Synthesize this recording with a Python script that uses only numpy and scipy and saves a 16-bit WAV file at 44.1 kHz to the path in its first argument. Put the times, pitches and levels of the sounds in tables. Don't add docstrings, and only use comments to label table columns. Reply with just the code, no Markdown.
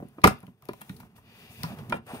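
import sys
import numpy as np
from scipy import signal
from scipy.fft import rfft, irfft, next_fast_len
from scipy.io import wavfile
from scipy.ndimage import uniform_filter1d

SR = 44100
rng = np.random.default_rng(int(sys.argv[2]) if len(sys.argv) > 2 else 0)


def wrap_up_sound(samples):
    columns = np.atleast_2d(samples).T
    tamed = np.clip(columns, -1, 1)
    steps = np.round(tamed * 32767).astype(np.int16)
    wavfile.write(sys.argv[1], SR, steps)


N = 97020

# (frequency [Hz], gain [dB])
ROOM_COLOUR = [(60, -4), (300, -4.5), (1200, -4.5), (4000, 5), (9000, -0.5), (16000, -2.5)]
# (time [s], rumble level [dB])
HANDLING = [(0, -44), (.07, -52.5), (.15, -62), (0.329, -43), (.42, -61), (.5, -53), (.57, -69.5),
            (.65, -61), (.735, -47.5), (.77, -61.5), (0.851, -62.5), (0.932, -48.5), (1.05, -53.5),
            (1.101, -60), (1.299, -59), (1.431, -55), (1.549, -53), (1.67, -49), (1.75, -47.5), (1.83, -45),
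            (1.949, -41), (2.041, -56), (2.09, -57.5), (2.2, -48)]
# (frequency [Hz], gain [dB])
RUMBLE_COLOUR = [(20, -9), (59, -6.5), (95, 2), (125, 5.5), (167, 2), (241, 1.5), (295, -12.5), (445, -6.5),
                 (506, -30.5), (600, -20.5), (780, -53), (1320, -120)]
# (time [s], top level [dB], treble level [dB], middle level [dB])
SLIDE = [(0, -69, -79, -56.5), (.08, -78.5, -73.5, -70), (.16, -74.5, -78.5, -66),
         (0.359, -79, -59.5, -61.5), (.47, -73, -79, -65.5), (.53, -84.5, -84, -76),
         (0.601, -83.5, -82, -76), (.64, -74.5, -74, -61.5), (0.759, -68, -70.5, -75.5),
         (.8, -67.5, -67, -59.5), (.87, -63.5, -67, -62), (.95, -64, -69.5, -64),
         (1.061, -69.5, -72, -61.5), (1.087, -82, -80, -72.5), (1.15, -79, -77, -68),
         (1.164, -62, -61.5, -59), (1.185, -64.5, -69.5, -75), (1.21, -75.5, -75, -67),
         (1.269, -75, -64.5, -66), (1.391, -65, -59.5, -61.5), (1.49, -65, -56.5, -60.5),
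         (1.52, -57, -59, -58), (1.57, -59.5, -56.5, -63.5), (1.65, -55, -54.5, -51),
         (1.73, -61.5, -56.5, -48), (1.76, -65, -62, -54), (1.788, -62.5, -59.5, -48),
         (1.84, -66.5, -65.5, -55.5), (1.89, -67.5, -69, -55.5), (1.97, -60.5, -66, -43.5),
         (1.999, -90.5, -76.5, -59.5), (2.059, -75.5, -72.5, -74), (2.067, -61, -60.5, -52),
         (2.11, -62, -56, -42), (2.149, -56, -52.5, -50.5), (2.2, -62, -60.5, -47.5)]
# (frequency [Hz], gain [dB])
TOP_COLOUR = [(3820, -35), (5500, -4.5), (6800, -7), (7800, -8.5), (8740, -3), (9270, -3.5), (10000, -3.5),
              (12500, -2), (15700, -3), (15900, -43)]
# (frequency [Hz], gain [dB])
SCRAPE_COLOUR = [(820, -54), (1400, -24), (1710, -5.5), (2060, -12), (2370, -1), (2670, 1), (2860, -3.5),
                 (3080, -7), (3520, -4.5), (4000, -11), (4970, -12.5), (5350, -17), (7000, -25),
                 (9100, -54)]
# (centre [Hz], noise smoothing [s], mean level [dB])
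RUB_BANDS = [(2000, 0.007, -0.5), (2410, .005, -1), (2840, 0.0068, 0.5), (3520, .005, -5),
             (4710, 0.003, -4), (11200, 0.0017, -8), (13600, 0.0025, -5.5)]
# (time [s], level [dB])
WHISPER = [(1.9, -93), (1.93, -59), (1.96, -61.5), (1.99, -78), (2.06, -89), (2.069, -63), (2.11, -56),
           (2.13, -61), (2.155, -56.5), (2.2, -63)]
# (frequency [Hz], relative level [dB], longest decay by 60 dB [s])
PANELS = [(436.5, -11.5, 0.036), (571.3, -5.5, .06), (670.2, -3.5, 0.034), (755, -3.5, 0.077),
          (936.6, 0.5, 0.023), (1023.5, -1.5, 0.035), (1225, 4.5, 0.009), (1394, 0.5, 0.02),
          (1700.4, -6.5, 0.03), (1874, -6.5, 0.027), (1977, -11.5, 0.018), (2166, -18, 0.023),
          (2359, -7.5, 0.02), (2736, -11.5, 0.014), (3194, -16, 0.013)]
# (time [s], thump peak [dB], thump pitch [Hz], panel peak [dB], thump decay by 60 dB [s],
#   contact time to greatest force [s], panel tilt [dB per octave], favoured panel pitch [Hz])
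KNOCKS = [(0.001, -40.5, 184.7, -33.5, 0.1, 0.0012, -15, 775),
          (0.023, -28.5, 287, -35, 0.021, 0.0024, -16, 550),
          (0.047, -37, 252.7, -48.5, 0.039, 0.0018, -4, 550),
          (0.179, -33.5, 312, -35, 0.036, 0.0062, -5, 530), (0.238, -8, 182, 3.5, 0.05, 0.0045, -0.5, 1190),
          (0.247, -8.5, 316, -11, 0.035, 0.0046, -5, 760),
          (0.258, -17.5, 125, -9.5, 0.037, 0.0021, -24, 440),
          (0.273, -13, 196, -4.5, 0.045, 0.0019, 1, 1270),
          (0.305, -29, 127.4, -25.5, 0.047, 0.0021, -10, 610),
          (0.317, -36.5, 155.4, -28.5, 0.08, 0.0044, -3, 1280),
          (0.427, -39, 181.6, -41.5, 0.11, 0.0053, -5.5, 444),
          (0.474, -39.5, 178.1, -46, 0.092, 0.0047, -7, 421),
          (0.623, -51, 136.6, -47, 0.12, 0.003, -1.5, 1037),
          (0.687, -22.5, 390.3, -26, 0.034, 0.0036, 5.5, 1000),
          (0.705, -37.5, 215.4, -44.5, 0.052, 0.0056, -9, 440),
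          (0.733, -53.5, 119.4, -37, 0.066, 0.0018, -6, 1050),
          (0.81, -45, 213.5, -35.5, 0.12, 0.0049, 7.5, 770),
          (0.893, -28.5, 182.7, -36.5, 0.088, 0.0031, 8.5, 1310),
          (1, -44.5, 190, -38, 0.08, 0.0033, 2, 1036), (1.03, -43.5, 193.6, -43.5, 0.056, 0.0022, -3, 411),
          (1.176, -51.5, 92.2, -48, 0.18, 0.0058, 3.5, 999),
          (1.599, -35, 135.8, -51, 0.087, 0.0022, 5, 453.6),
          (1.633, -24.5, 167.6, -26.5, 0.14, 0.0057, -1, 1010),
          (1.646, -33, 161.9, -35, 0.29, 0.0025, 7, 1030), (1.699, -31.5, 195.4, -45, 0.1, 0.026, -10, 434),
          (1.724, -31, 201.8, -63, 0.033, 0.0042, 3, 430), (1.782, -35.5, 148.3, -38, 0.2, 0.0068, -6, 440),
          (1.892, -34.5, 235.4, -38, 0.33, 0.018, -6, 1290),
          (1.921, -46.5, 155.3, -12.5, 0.069, 0.0042, 5.5, 945),
          (1.941, -26.5, 228.3, -20, 0.07, 0.00097, -20.5, 393),
          (2.13, -28.5, 248, -32.5, 0.091, 0.015, -10.5, 430)]
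# (time [s], peak [dB], decay to 1/e [s], nominal tilt [dB per octave], favoured pitch [Hz])
SNAPS = [(0.086, -47, 0.0015, 6, 10000), (0.2166, -40.5, 0.0033, -2.5, 4200),
         (0.2377, -14, 0.0054, -4, 2470), (0.241, 0, 0.0024, -2.5, 2360), (.247, -14.5, 0.0048, -5, 4420),
         (0.2716, -12.5, 0.0049, -0.5, 8140), (0.2769, -18, 0.0042, 0, 2580),
         (.389, -46, 0.0016, 10, 12000), (0.404, -47, 0.0016, 2, 11000), (0.4293, -48.5, 0.0018, 4, 11100),
         (0.4667, -45, 0.0022, -3, 2854), (.623, -43.5, 0.0011, 1, 13530), (.6525, -39.5, 0.0022, 1, 13300),
         (0.687, -29.5, 0.0019, 0, 4460), (0.733, -36.5, 0.0021, 1, 2640), (0.8102, -35.5, 0.0017, 3, 9650),
         (0.816, -29, 0.0022, 4.5, 9060), (0.895, -31.5, 0.0021, -3, 3840), (0.965, -41, 0.0045, 2, 4400),
         (1.001, -40, 0.0045, 2, 2307), (1.632, -24.5, 0.00088, 7.5, 15400),
         (1.6335, -19, 0.0015, -1.5, 4840), (1.786, -40, 0.0082, -2, 3000), (1.896, -33.5, 0.0033, 4, 6670),
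         (1.9002, -33, 0.0014, -5.5, 3470), (1.923, -31, 0.0031, -5, 8800),
         (2.0668, -44.5, 0.0012, 3.5, 9350)]
# (frequency [Hz], gain [dB])
SNAP_COLOUR = [(1000, -33.5), (2000, -1.5), (3000, -7), (4000, -8), (5000, -8), (7300, -15), (10000, -6),
               (13000, -9.5), (15600, -12), (16500, -34.5)]
# (frequency [Hz], gain [dB])
PORT_BALANCE = [(60, -3), (110, -0.5), (200, -2), (380, 0.5), (700, 1), (1290, -2), (2380, 2.5),
                (4400, 4.5), (8120, 4.5), (15000, 5)]

ROOM_T60_S, TREBLE_T60_S = 0.22, 0.14
ROOM_DB, ROOM_RISE_S = -9.5, 0.0054
THUMP_LAG, PANEL_LAG, SNAP_LAG, SLIDE_LAG = -6, -9.5, -7, -7
RUMBLE_SPREAD, RUB_SPREAD, SLIDE_SPREAD, TOP_SPREAD, SNAP_SPREAD = 0.17, 0.38, 0.72, 1, 0.96
RUB_BANDS_DB, RUB_DRIFT = -4, 0.041
WHISPER_HZ, WHISPER_T60_S = 9000, 0.0027
SCATTER_DB, PANEL_TURN_RAD = 3, 0.78
FAVOUR_DB, FAVOUR_OCT = 7, 0.11
RING_CYCLES = 55
THUMP_LATE_S, GRIT = 0.003, 0.98
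SNAP_LEAD_S, SNAP_RISE_S = 0.012, 0.0004
SNAP_RING_DB, SNAP_RING_OCT = 8, 0.15
MIC_LOW_HZ, MIC_TOP_HZ, BALANCE_SHARE = 49.7, 16300, 0.65


def undb(db):
    return 10 ** (np.asarray(db, float) / 20)


def unit(x):
    return x / np.sqrt(np.mean(x ** 2))


def peak(x, db):
    return x * undb(db) / np.max(np.abs(x))


def colour(x, table, share=0.94):
    points = np.array(table, float)
    size = next_fast_len(x.shape[-1] + 512)
    f = np.arange(size // 2 + 1) * SR / size + 1
    gain_db = share * np.interp(np.log(f), np.log(points[:, 0] + 1), points[:, 1])
    return irfft(rfft(x, size) * undb(gain_db), size)[..., :x.shape[-1]]


def lift(hz, centre_hz, db, octaves):
    return db * np.exp(-0.5 * (np.log2(hz / centre_hz) / octaves) ** 2)


def ring(x, hz, t60, turn=0):
    pole = np.exp(2j * np.pi * hz / SR - np.log(1000) / (t60 * SR))
    return (signal.lfilter([1], [1, -pole], x) * np.exp(1j * turn)).imag


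def walk(rate):
    hold = int(SR / rate)
    steps = np.repeat(rng.standard_normal(N // hold + 1), hold)
    return unit(uniform_filter1d(uniform_filter1d(steps, hold), hold)[:N])


def level(table, column):
    points = np.array(table).T
    return undb(np.interp(np.arange(N) / SR, points[0], points[column]))


def spread(make, lag, share):
    both = make()
    shared = np.array([np.roll(both, int(lag)), both])
    return shared * np.sqrt(1 - share ** 2) + share * np.array([make(), make()])


def add(out, x, s, lag):
    ports = x * np.ones((2, 1))
    for port, late in enumerate((lag / 2, -lag / 2)):
        i = max(int(round(s * SR + late)), 0)
        out[port, i:i + x.shape[-1]] += ports[port, :N - i]


def room(x):
    t = np.arange(SR // 2) / SR
    noise = rng.standard_normal((2, len(t)))
    low = colour(noise, [(1500, -6.0), (5000, -25.5)])
    tail = low * undb(-60 * t / ROOM_T60_S) + (noise - low) * undb(-60 * t / TREBLE_T60_S)
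    tail = tail * np.clip(t / ROOM_RISE_S, 0, 1)
    tail = colour(tail / np.sqrt(np.sum(tail ** 2) / 2), ROOM_COLOUR)
    return undb(ROOM_DB) * signal.fftconvolve(x, tail, axes=1)[:, :N]


def handling():
    lumps = undb(1.2 * walk(40))

    def rumble():
        return unit(colour(rng.standard_normal(N) * lumps, RUMBLE_COLOUR))

    return spread(rumble, THUMP_LAG, RUMBLE_SPREAD) * level(HANDLING, 1)


def rub_bands(grain):
    out = 0
    for hz, smooth, db in RUB_BANDS:
        band = unit(uniform_filter1d(rng.standard_normal(N) * grain, int(smooth * SR)))
        strength = undb(db + 2.5 * walk(3))
        pitch = hz * (1 + RUB_DRIFT * walk(5.3) * 2000 / (hz + 2000))
        out = out + strength * band * np.sin(2 * np.pi * np.cumsum(pitch) / SR)
    return unit(out)


def sliding_fingers():
    grain = undb(0.75 * walk(47) + 0.46 * walk(330))

    def friction():
        return rng.standard_normal(N) * grain

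    def top():
        return unit(colour(friction(), TOP_COLOUR))

    def scrape():
        return unit(colour(friction(), SCRAPE_COLOUR)) + undb(RUB_BANDS_DB) * rub_bands(grain)

    def panel_rub():
        return unit(sum(undb(db) * ring(friction(), hz, 0.2 * t60) for hz, db, t60 in PANELS[:10]))

    def whisper():
        once = ring(friction(), WHISPER_HZ, WHISPER_T60_S)
        return unit(ring(once, WHISPER_HZ, WHISPER_T60_S))

    out = spread(top, SLIDE_LAG, TOP_SPREAD) * level(SLIDE, 1)
    out = out + spread(scrape, SLIDE_LAG, SLIDE_SPREAD) * level(SLIDE, 2)
    out = out + spread(panel_rub, SLIDE_LAG, RUB_SPREAD) * level(SLIDE, 3)
    return out + spread(whisper, SLIDE_LAG, SLIDE_SPREAD) * level(WHISPER, 1)


def cavity_thump(t, rough, hz, t60):
    push = np.sin(2 * np.pi * hz * t) * np.clip(1.5 - t * hz, 0, 1) * np.minimum(t * hz, 1)
    push = push + 1.1 * rough
    return ring(push, hz, t60) + 0.5 * ring(push, hz * 1.5, t60 * 1.2) + 0.5 * ring(push, hz * 0.7, t60)


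def panel_ring(t, noise, swell, tilt_db, near_hz):
    out = 0
    for hz, db, t60 in PANELS:
        scatter, detune, phase, turn = rng.standard_normal(4)
        hz = hz * (1 + 0.012 * detune)
        force = swell * (GRIT * noise + 0.22 * np.sin(2 * np.pi * (hz * t + phase)))
        port_turn = PANEL_TURN_RAD * turn * np.array([[0.5], [-0.5]])
        mode = ring(force, hz, min(t60, RING_CYCLES / hz), port_turn)
        mode_db = db + tilt_db * np.log2(hz / 1000) + SCATTER_DB * scatter
        out = out + peak(mode, mode_db + lift(hz, near_hz, FAVOUR_DB, FAVOUR_OCT))
    return signal.sosfilt(signal.butter(3, 3600, fs=SR, output="sos"), out)


def knocks():
    out, t = np.zeros((2, N)), np.arange(8192) / SR
    for s, thump_db, hz, ring_db, t60, contact, tilt_db, near_hz in KNOCKS:
        noise = rng.standard_normal(len(t))
        u = t / contact
        swell = u ** 3 * np.exp(-3 * u)
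        thump = cavity_thump(t, noise * swell, hz, t60)
        panel = panel_ring(t, noise, swell, tilt_db, near_hz)
        add(out, peak(thump, thump_db), s + THUMP_LATE_S, THUMP_LAG)
        add(out, peak(panel, ring_db), s, PANEL_LAG)
    return out


def snaps():
    out, t = np.zeros((2, N)), np.arange(4096) / SR - SNAP_LEAD_S
    grid = np.geomspace(1000, 20000, num=60)
    for s, db, decay, tilt_db, hz in SNAPS:
        noise = rng.standard_normal((3, len(t)))
        ports = noise[0] * np.sqrt(1 - SNAP_SPREAD ** 2) + SNAP_SPREAD * noise[1:]
        grains = ports * undb(4.7 * rng.standard_normal(len(t) // 16).repeat(16))
        shape = np.exp(np.where(t < 0, t / SNAP_RISE_S, -t / decay))
        burst = colour(grains * shape, SNAP_COLOUR)
        burst = colour(burst, [(1500, -2 * tilt_db), (6000, 0.0042), (24000, 2 * tilt_db)])
        burst = colour(burst, np.c_[grid, lift(grid, hz, SNAP_RING_DB, SNAP_RING_OCT)])
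        add(out, peak(burst, db), s - SNAP_LEAD_S + SNAP_RISE_S, SNAP_LAG)
    return out


def scene():
    hits = knocks() + snaps()
    return room(hits) + handling() + sliding_fingers() + hits


def record(dry):
    left = colour(dry[0], PORT_BALANCE, BALANCE_SHARE)
    right = colour(dry[1], PORT_BALANCE, -BALANCE_SHARE)
    x = np.array([left, right])
    x = signal.sosfilt(signal.butter(2, MIC_LOW_HZ, "high", fs=SR, output="sos"), x)
    rounded = np.tanh(1.09 * x) / 1.078
    return signal.sosfilt(signal.ellip(8, 0.2, 70, MIC_TOP_HZ, fs=SR, output="sos"), rounded)


dry = scene()
out = record(dry)
wrap_up_sound(out)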